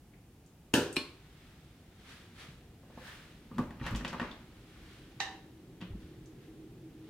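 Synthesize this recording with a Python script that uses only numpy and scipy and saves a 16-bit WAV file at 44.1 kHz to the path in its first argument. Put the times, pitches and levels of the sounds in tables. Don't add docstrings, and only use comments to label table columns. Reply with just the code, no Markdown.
import sys
import numpy as np
from scipy import signal
from scipy.fft import rfft, irfft, next_fast_len
from scipy.io import wavfile
from scipy.ndimage import uniform_filter1d

SR = 44100
rng = np.random.default_rng(int(sys.argv[2]) if len(sys.argv) > 2 else 0)


def inscribe(sig):
    pcm = np.round(np.clip(np.atleast_2d(sig).T, -1, 1) * 32767)
    wavfile.write(sys.argv[1], SR, pcm.astype(np.int16))


N = 312757
TIME = np.arange(N) / SR
RING_TIME = TIME[:32768]


def undb(db):
    return 10 ** (np.asarray(db) / 20)


def gains(colour, size):
    hz, db = np.transpose(colour)
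    return undb(np.interp(np.log(np.fft.rfftfreq(size, 1 / SR) + 1), np.log(hz), db))


def add(track, start_s, sound, pan_db=0):
    part = track[:, int(start_s * SR):][:, :sound.shape[-1]]
    part += sound[..., :part.shape[1]] * undb([[pan_db / 2], [-pan_db / 2]])


def diffuse(size, apart_hz=2600):
    mid, side = rfft(rng.standard_normal((2, size)))
    hz = np.fft.rfftfreq(size, 1 / SR)
    width = hz / np.hypot(hz, apart_hz)
    return irfft((mid + np.array([[1], [-1]]) * width * side) / np.hypot(1, width), size)


def tint(x, colour):
    size = next_fast_len(N, True)
    y = irfft(rfft(x, size) * gains(colour, size), size)[..., :N]
    return y / y.std()


def noise(colour):
    return tint(diffuse(next_fast_len(N, True)), colour)


def click(colour, size=2048):
    cepstrum = irfft(np.log(gains(colour, size)))
    cepstrum[1:size // 2] *= 2
    cepstrum[size // 2 + 1:] = 0
    return irfft(np.exp(rfft(cepstrum)))


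def snap(contacts, colour):
    out = np.zeros((2, N))
    for start_s, db, pan_db in contacts:
        add(out, start_s, undb(db) * click(colour), pan_db)
    return out


def fade(t60):
    return np.exp(-np.log(1000) * RING_TIME / t60)


def onset(rise_s):
    return 1 - np.exp(-RING_TIME / rise_s)


def ring(modes, rise_s=0.0018, apart_hz=2500):
    out = 0
    for (hz, db, t60), (shared, skew) in zip(modes, rng.uniform(-0.8, 1, (len(modes), 2))):
        phase = np.pi * shared + skew * min(hz / apart_hz, 1) * np.array([[1], [-1]])
        out = out + undb(db) * fade(t60) * np.sin(2 * np.pi * hz * RING_TIME + phase)
    return out * onset(rise_s)


def swells(rows):
    power = 0
    for peak_s, db, rise_s, fall_s in rows:
        away = np.maximum((peak_s - TIME) / rise_s, (TIME - peak_s) / fall_s)
        power = power + undb(db - 20 * np.minimum(away, 10)) ** 2
    return np.sqrt(power)


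def hallway(x, direct_db, chatter_db, near_db, tail_db, chatter_t60=0.012, mid_t60=0.48):
    def at_level(response, db):
        return undb(db) * response / np.linalg.norm(response[0])

    size = len(RING_TIME)
    chatter = diffuse(size, apart_hz=8000) * fade(chatter_t60)
    flutter = diffuse(size, apart_hz=3530) * fade(t60=0.09)
    wash = rfft(diffuse(size, apart_hz=2480))
    log_hz = np.log(np.fft.rfftfreq(size, 1 / SR) + 1)
    tail = 0
    for share, t60 in zip(np.eye(3), (0.58, mid_t60, 0.33)):
        band = np.interp(log_hz, np.log([300, 2500, 10000]), share)
        tail = tail + irfft(wash * band) * fade(t60)
    close = at_level(chatter, chatter_db) + at_level(flutter, near_db)
    close[:, 0] += undb(direct_db)
    far = at_level(tail * onset(rise_s=0.0034), tail_db)
    mono = x.mean(axis=0)[None]
    return (signal.oaconvolve(x, close, axes=1) + signal.oaconvolve(mono, far, axes=1))[:, :N]


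# time_s, level_db
AIR_LEVELS = [(0, -58.5), (1.3, -57.5), (3.5, -55), (7.09, -57)]
# freq_hz, level_db
AIR_COLOUR = [(15, -57), (25, -9.5), (48, 1.5), (107, -1), (134, 0), (173, -1.5), (217, -5), (315, -6.5),
              (628, -19.5), (775, -19), (900, -25), (1170, -46), (1980, -120)]
HISS_COLOUR = [(410, -69), (700, -2.5), (1870, -8.5), (2840, -8.5), (4050, -12), (10100, -14.5),
               (16000, -15.5)]
def room_tone(whine_hz=9950):
    air = undb(np.interp(TIME, *np.transpose(AIR_LEVELS))) * noise(AIR_COLOUR)
    hiss = undb(-69) * noise(HISS_COLOUR)
    whine = undb(-84) * np.sin(2 * np.pi * whine_hz * TIME) * (TIME < PRESS[0][0])
    return air + hiss + whine


# start_s, level_db, pitch_hz
TICKS = [(.135, -26, 2170), (0.463, -35, 7140), (0.928, -17, 8200), (0.96, -19, 8500), (0.9635, -24, 8660),
         (4.08, -27, 6300), (4.313, -16, 3580), (5.812, -16, 3130), (6.259, -31.5, 6600)]
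def ticks():
    out = np.zeros((2, N))
    for start_s, db, hz in TICKS:
        colour = [(hz / 8, -40), (hz / 2.1, -20), (hz, 0), (hz * 1.64, -20), (hz * 4, -40)]
        add(out, start_s, undb(db) * click(colour), pan_db=2)
    return hallway(out, direct_db=-11, chatter_db=-2, near_db=2.5, tail_db=3)


# start_s, level_db, pan_db
PRESS = [(0.7365, -18.5, 8), (0.7393, 4, 0), (0.7417, -21, 3)]
# freq_hz, level_db
PRESS_COLOUR = [(30, -36), (50, -33), (108, -5.5), (190, -12), (280, -6), (480, -5.5), (660, -17.5),
                (950, -15), (1200, -20), (1650, -12.5), (2100, -25.5), (2750, -14.5), (3500, -19),
                (4500, -20), (8500, -24), (16000, -36)]
# pitch_hz, level_db, t60_s
PRESS_CRACK = [(2760, -15, .016), (3100, -25, .05), (8300, -22, .011)]
WALL_MODES = [(166, 1.5, 0.13), (277.2, 4, 0.21), (340, -4, 0.48), (400, -11, 0.73), (490.5, -9, 0.44),
              (587, -6.5, 0.36), (718, -17, 0.25), (879, -7, 0.19), (966, -9, 0.25), (1402, -10.5, 0.31),
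              (1533, -8, 0.23), (1755, -13, 0.29), (2470, -11, 0.2), (2670, -8, 0.17), (2920, -7, 0.23),
              (3010, -16, .22), (3570, -29, .4)]
def switch_press():
    contacts = snap(PRESS, PRESS_COLOUR)
    out = undb(21) * hallway(contacts, direct_db=-10, chatter_db=-12.5, near_db=-4, tail_db=0)
    hit_s = PRESS[1][0]
    add(out, hit_s, ring(PRESS_CRACK, rise_s=0.000089, apart_hz=5880), pan_db=2)
    add(out, hit_s, undb(-23.5) * ring(WALL_MODES, rise_s=0.018, apart_hz=4000))
    return out


# start_s, level_db, pitch_hz, t60_s
THUMPS = [(0.741, -11, 249, 0.028), (0.9708, -21.5, 272, 0.027), (2.486, -38, 149, 0.075),
          (2.976, -34.5, 518, 0.016), (3.813, -29, 135, 0.072), (3.838, -35.5, 54.4, 0.21),
          (3.914, -29, 114, 0.13), (3.937, -29.5, 52.6, 0.37), (5.823, -38.5, 181.5, 0.29),
          (5.906, -35, 96, 0.16), (5.949, -32, 196, 0.058), (5.932, -36, 50, 0.25), (6.04, -41, 80, 0.13)]
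def thumps(echo_s=0.035, echo_db=-11):
    out = np.zeros((2, N))
    for start_s, db, hz, t60 in THUMPS:
        swing = undb(db) * np.sin(2 * np.pi * hz * RING_TIME)
        add(out, start_s, swing * fade(t60) * onset(rise_s=0.0011))
        add(out, start_s + echo_s, undb(echo_db) * swing * fade(t60=0.11) * onset(rise_s=0.0051))
    return out


# start_s, level_db, pan_db
RELEASE = [(0.961, -15, 5), (0.9657, -1, 2), (0.9688, -21, 1)]
# freq_hz, level_db
RELEASE_COLOUR = [(50, -28), (200, -15), (350, 6), (600, -18), (1100, -5.5), (1900, -12), (2450, -1),
                  (2850, -3.5), (3450, -8), (4150, -3), (5000, -9.5), (6300, -20), (8700, -15.5),
                  (16000, -33)]
# pitch_hz, level_db, t60_s
RELEASE_CRACK = [(2380, -21, .02), (2750, -26, .04), (4140, -29, .03), (8500, -34, .012)]
ROCKER_MODES = [(1096, -7, 0.37), (1770, -6, 0.17), (2420, 5, 0.19), (2920, 4.5, 0.14), (3400, -8, 0.3),
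                (3747, -12, 0.2), (4290, 0, 0.27), (4210, 2, 0.27), (5460, -3, 0.12), (8931, -25, .18)]
def switch_release():
    contacts = snap(RELEASE, RELEASE_COLOUR)
    out = undb(7.5) * hallway(contacts, direct_db=-14, chatter_db=-0.5, near_db=-5, tail_db=-3.5)
    hit_s = RELEASE[1][0]
    add(out, hit_s, ring(RELEASE_CRACK, rise_s=0.00011, apart_hz=6000), pan_db=2)
    add(out, hit_s, undb(-39) * ring(ROCKER_MODES))
    add(out, hit_s, undb(-43) * ring(WALL_MODES))
    return out


# peak_s, level_db, rise_s, fall_s
STROKES = [(1.44, -63.5, 1.1, 0.87), (2.11, -52.5, 0.17, 0.32), (2.405, -49.5, 0.073, 0.22),
           (3.08, -51, 0.19, 0.44), (4.92, -59, 1.16, 0.73), (6.03, -64.5, 0.19, 0.51),
           (6.44, -66, 0.13, .25), (7.09, -64, 0.15, .2)]
FOLDS = [(3.08, -53, 0.17, 0.25)]
# freq_hz, level_db
SLEEVE_COLOUR = [(250, -13), (500, -15), (850, -18), (1300, -10.5), (1800, -10), (2500, -11.5), (3500, -12),
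                 (6600, -24), (10000, -27), (16000, -39)]
FOLD_COLOUR = [(300, -40), (900, -10), (1400, -9), (1750, -3), (2300, -21), (6000, -29)]
def sleeve(catch_db=0.5, stir_db=-72):
    catch = uniform_filter1d(rng.standard_normal(N), size=300)
    motion = np.hypot(swells(STROKES), undb(stir_db) * (TIME > RELEASE[0][0]))
    rub = noise(SLEEVE_COLOUR) * motion + noise(FOLD_COLOUR) * swells(FOLDS)
    return rub * undb(catch_db * catch / catch.std())


# start_s, click_db, edge_hz, fall_db_per_octave, panel_db
KNOCKS = [(2.834, -11, 650, 32, -59), (2.9, -8, 704, 23, -64), (2.975, -3, 875, 42, -48),
          (3.5132, -11.5, 1200, 22, -41), (3.5828, 6, 1100, 9.5, -31.5), (3.5909, 4.5, 1130, 31, -24),
          (3.707, -9.5, 1660, 11.5, -44), (3.7986, -11.5, 2530, 27, -53), (3.8135, -7.5, 1720, 21, -36.5),
          (3.8647, 4, 1870, 10, -46), (3.8801, 0, 1670, 16, -61), (3.909, -15, 2200, 5, -45),
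          (3.925, -22, 1500, 15, -36), (3.9495, -1, 3130, 16, -38.5), (3.96, -8, 6260, 16, -47),
          (4.009, -5, 1800, 20, -39.5), (4.0485, 5.5, 2630, 16, -43.5), (4.079, -6.5, 5000, 17, -65),
          (4.1303, 4, 1360, 11.5, -57), (4.143, 1.5, 1210, 44, -42), (4.1981, 8, 1850, 15.5, -50),
          (4.215, 2, 1770, 14, -31.5), (4.228, 0, 1250, 13, -48.5), (5.807, -17, 3070, 23, -51),
          (5.8143, -9.5, 3360, 21, -45.5), (5.824, -9.5, 2600, 19, -46.5)]
# pitch_hz, level_db, t60_s
DOOR_MODES = [(121, -9, 0.14), (170, -1, 0.08), (221, -2.5, 0.1), (248.3, -3.5, 0.17), (308, -7.5, 0.13),
              (425, -13, 0.16), (534, -14.5, 0.15), (760, -30, 0.26), (1133, -8, 0.089), (1475, -21, 0.084)]
LEVER_MODES = [(1065, -1, 0.065), (1201, -5, 0.17), (1570, -2, 0.015), (1820, 1, 0.042), (2698, -2, 0.054)]
def handle(shelf_db=-42, select_db_per_octave=24):
    clicks, body = np.zeros((2, 2, N))
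    panel = ring(DOOR_MODES, rise_s=0.0026, apart_hz=4000)
    for start_s, db, edge_hz, fall, panel_db in KNOCKS:
        top_db = max(-fall * np.log2(SR / 2 / edge_hz), shelf_db)
        top_hz = edge_hz * 2 ** (-top_db / fall)
        colour = [(50, -12), (230, 0), (edge_hz / 2, -2), (edge_hz, 0), (top_hz, top_db)]
        add(clicks, start_s, undb(db) * click(sorted(colour)), pan_db=1)
        modes = [(hz, mode_db - select_db_per_octave * abs(np.log2(hz / edge_hz)), t60)
                 for hz, mode_db, t60 in LEVER_MODES]
        lever = undb(db - 37.5) * ring(modes, rise_s=0.00032, apart_hz=3970)
        add(body, start_s, undb(panel_db) * panel + lever)
    return at_door(clicks) + body


def at_door(x):
    return hallway(x, direct_db=-12.5, chatter_db=-10, near_db=-9, tail_db=-6.5,
                   chatter_t60=0.044, mid_t60=0.38)


# peak_s, level_db, rise_s, fall_s
SLIDES = [(3.55, -57.5, .1, 0.2), (3.86, -38.5, 0.074, 0.083), (3.97, -49, .03, 0.13),
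          (4.24, -48.5, 0.42, 0.22)]
# freq_hz, level_db
SLIDE_COLOUR = [(350, -28), (600, -38), (850, -0.5), (1300, -3), (1800, -4), (2600, -6), (4650, -15.5),
                (16000, -45)]
def latch_slide(slips_per_s=470):
    slips = (rng.random(N) < slips_per_s / SR) * rng.choice([-1, 1], N)
    slip_db = np.minimum(rng.exponential(size=N), 4)
    grating = swells(SLIDES) * tint(slips * undb(slip_db), SLIDE_COLOUR)
    return at_door(np.array([grating, grating]))


# peak_s, level_db, rise_s, fall_s
SHUDDERS = [(3.62, -41.5, 0.14, 0.19), (3.92, -42.5, 0.29, 0.59)]
# freq_hz, level_db
SHUDDER_COLOUR = [(20, -23), (50, -5), (95, -16), (230, -4), (340, -15.5), (900, -52)]
def door_shudder():
    return swells(SHUDDERS) * noise(SHUDDER_COLOUR)


# freq_hz, level_db
FAN_COLOUR = [(60, -51), (120, -3), (200, -13), (295, -10.5), (318, 3.5), (335, -8.5), (360, -10),
              (420, -12.5), (700, -36.5), (3000, -47.5), (12000, -60)]
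def fan(opens_s=3.59, swing_s=2.46, shut_db=-88, open_db=-53):
    gap = np.clip((TIME - opens_s) / swing_s, 0, 1)
    return (undb(shut_db) + undb(open_db) * gap ** 1.52) * noise(FAN_COLOUR)


# start_s, level_db, pan_db
LATCH = [(5.1997, -11, -1), (5.2030, 4.5, -1)]
# freq_hz, level_db
LATCH_COLOUR = [(50, -35), (240, -37), (420, -11.5), (620, -21), (820, -4.5), (1100, -11), (1400, -19),
                (1850, -5.5), (2350, -18.5), (2850, -8.5), (3350, -20.5), (3850, -5.5), (4300, -18.5),
                (6200, -17.5), (9000, -32.5), (16000, -47)]
# pitch_hz, level_db, t60_s
LATCH_CRACK = [(2660, -30, 0.013), (3900, -23, 0.013), (6170, -36, 0.012)]
LATCH_MODES = [(772, -4.5, 0.39), (948, -21, 0.99), (1790, 1, 0.23), (1900, -1, 0.23), (2026, -5, 0.23),
               (2650, -13, 0.22), (2890, -5, 0.19), (3165, -21, 0.71), (3780, -16, 0.26), (4694, -10, 0.28),
               (5240, -13, 0.2), (6200, -14, 0.27)]
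def latch_snap(echo_s=0.0577):
    contacts = snap(LATCH, LATCH_COLOUR)
    out = undb(7.5) * hallway(contacts, direct_db=-7, chatter_db=-4.5, near_db=-1.5, tail_db=0)
    hit_s = LATCH[1][0]
    add(out, hit_s, ring(LATCH_CRACK, rise_s=0.00017, apart_hz=6000))
    add(out, hit_s, undb(-41) * ring(LATCH_MODES), pan_db=-12)
    add(out, hit_s + echo_s, undb(-41) * ring(LATCH_MODES[:3]))
    return out


def scene():
    return (room_tone() + ticks() + switch_press() + thumps() + switch_release() + sleeve()
            + handle() + latch_slide() + door_shudder() + fan() + latch_snap())


def record(dry, top_hz=15850):
    pair = np.array([dry[0], np.roll(dry[1], 1)])
    return signal.sosfilt(signal.ellip(10, .2, 70, top_hz, fs=SR, output="sos"), pair)


dry = scene()
out = record(dry)
inscribe(out)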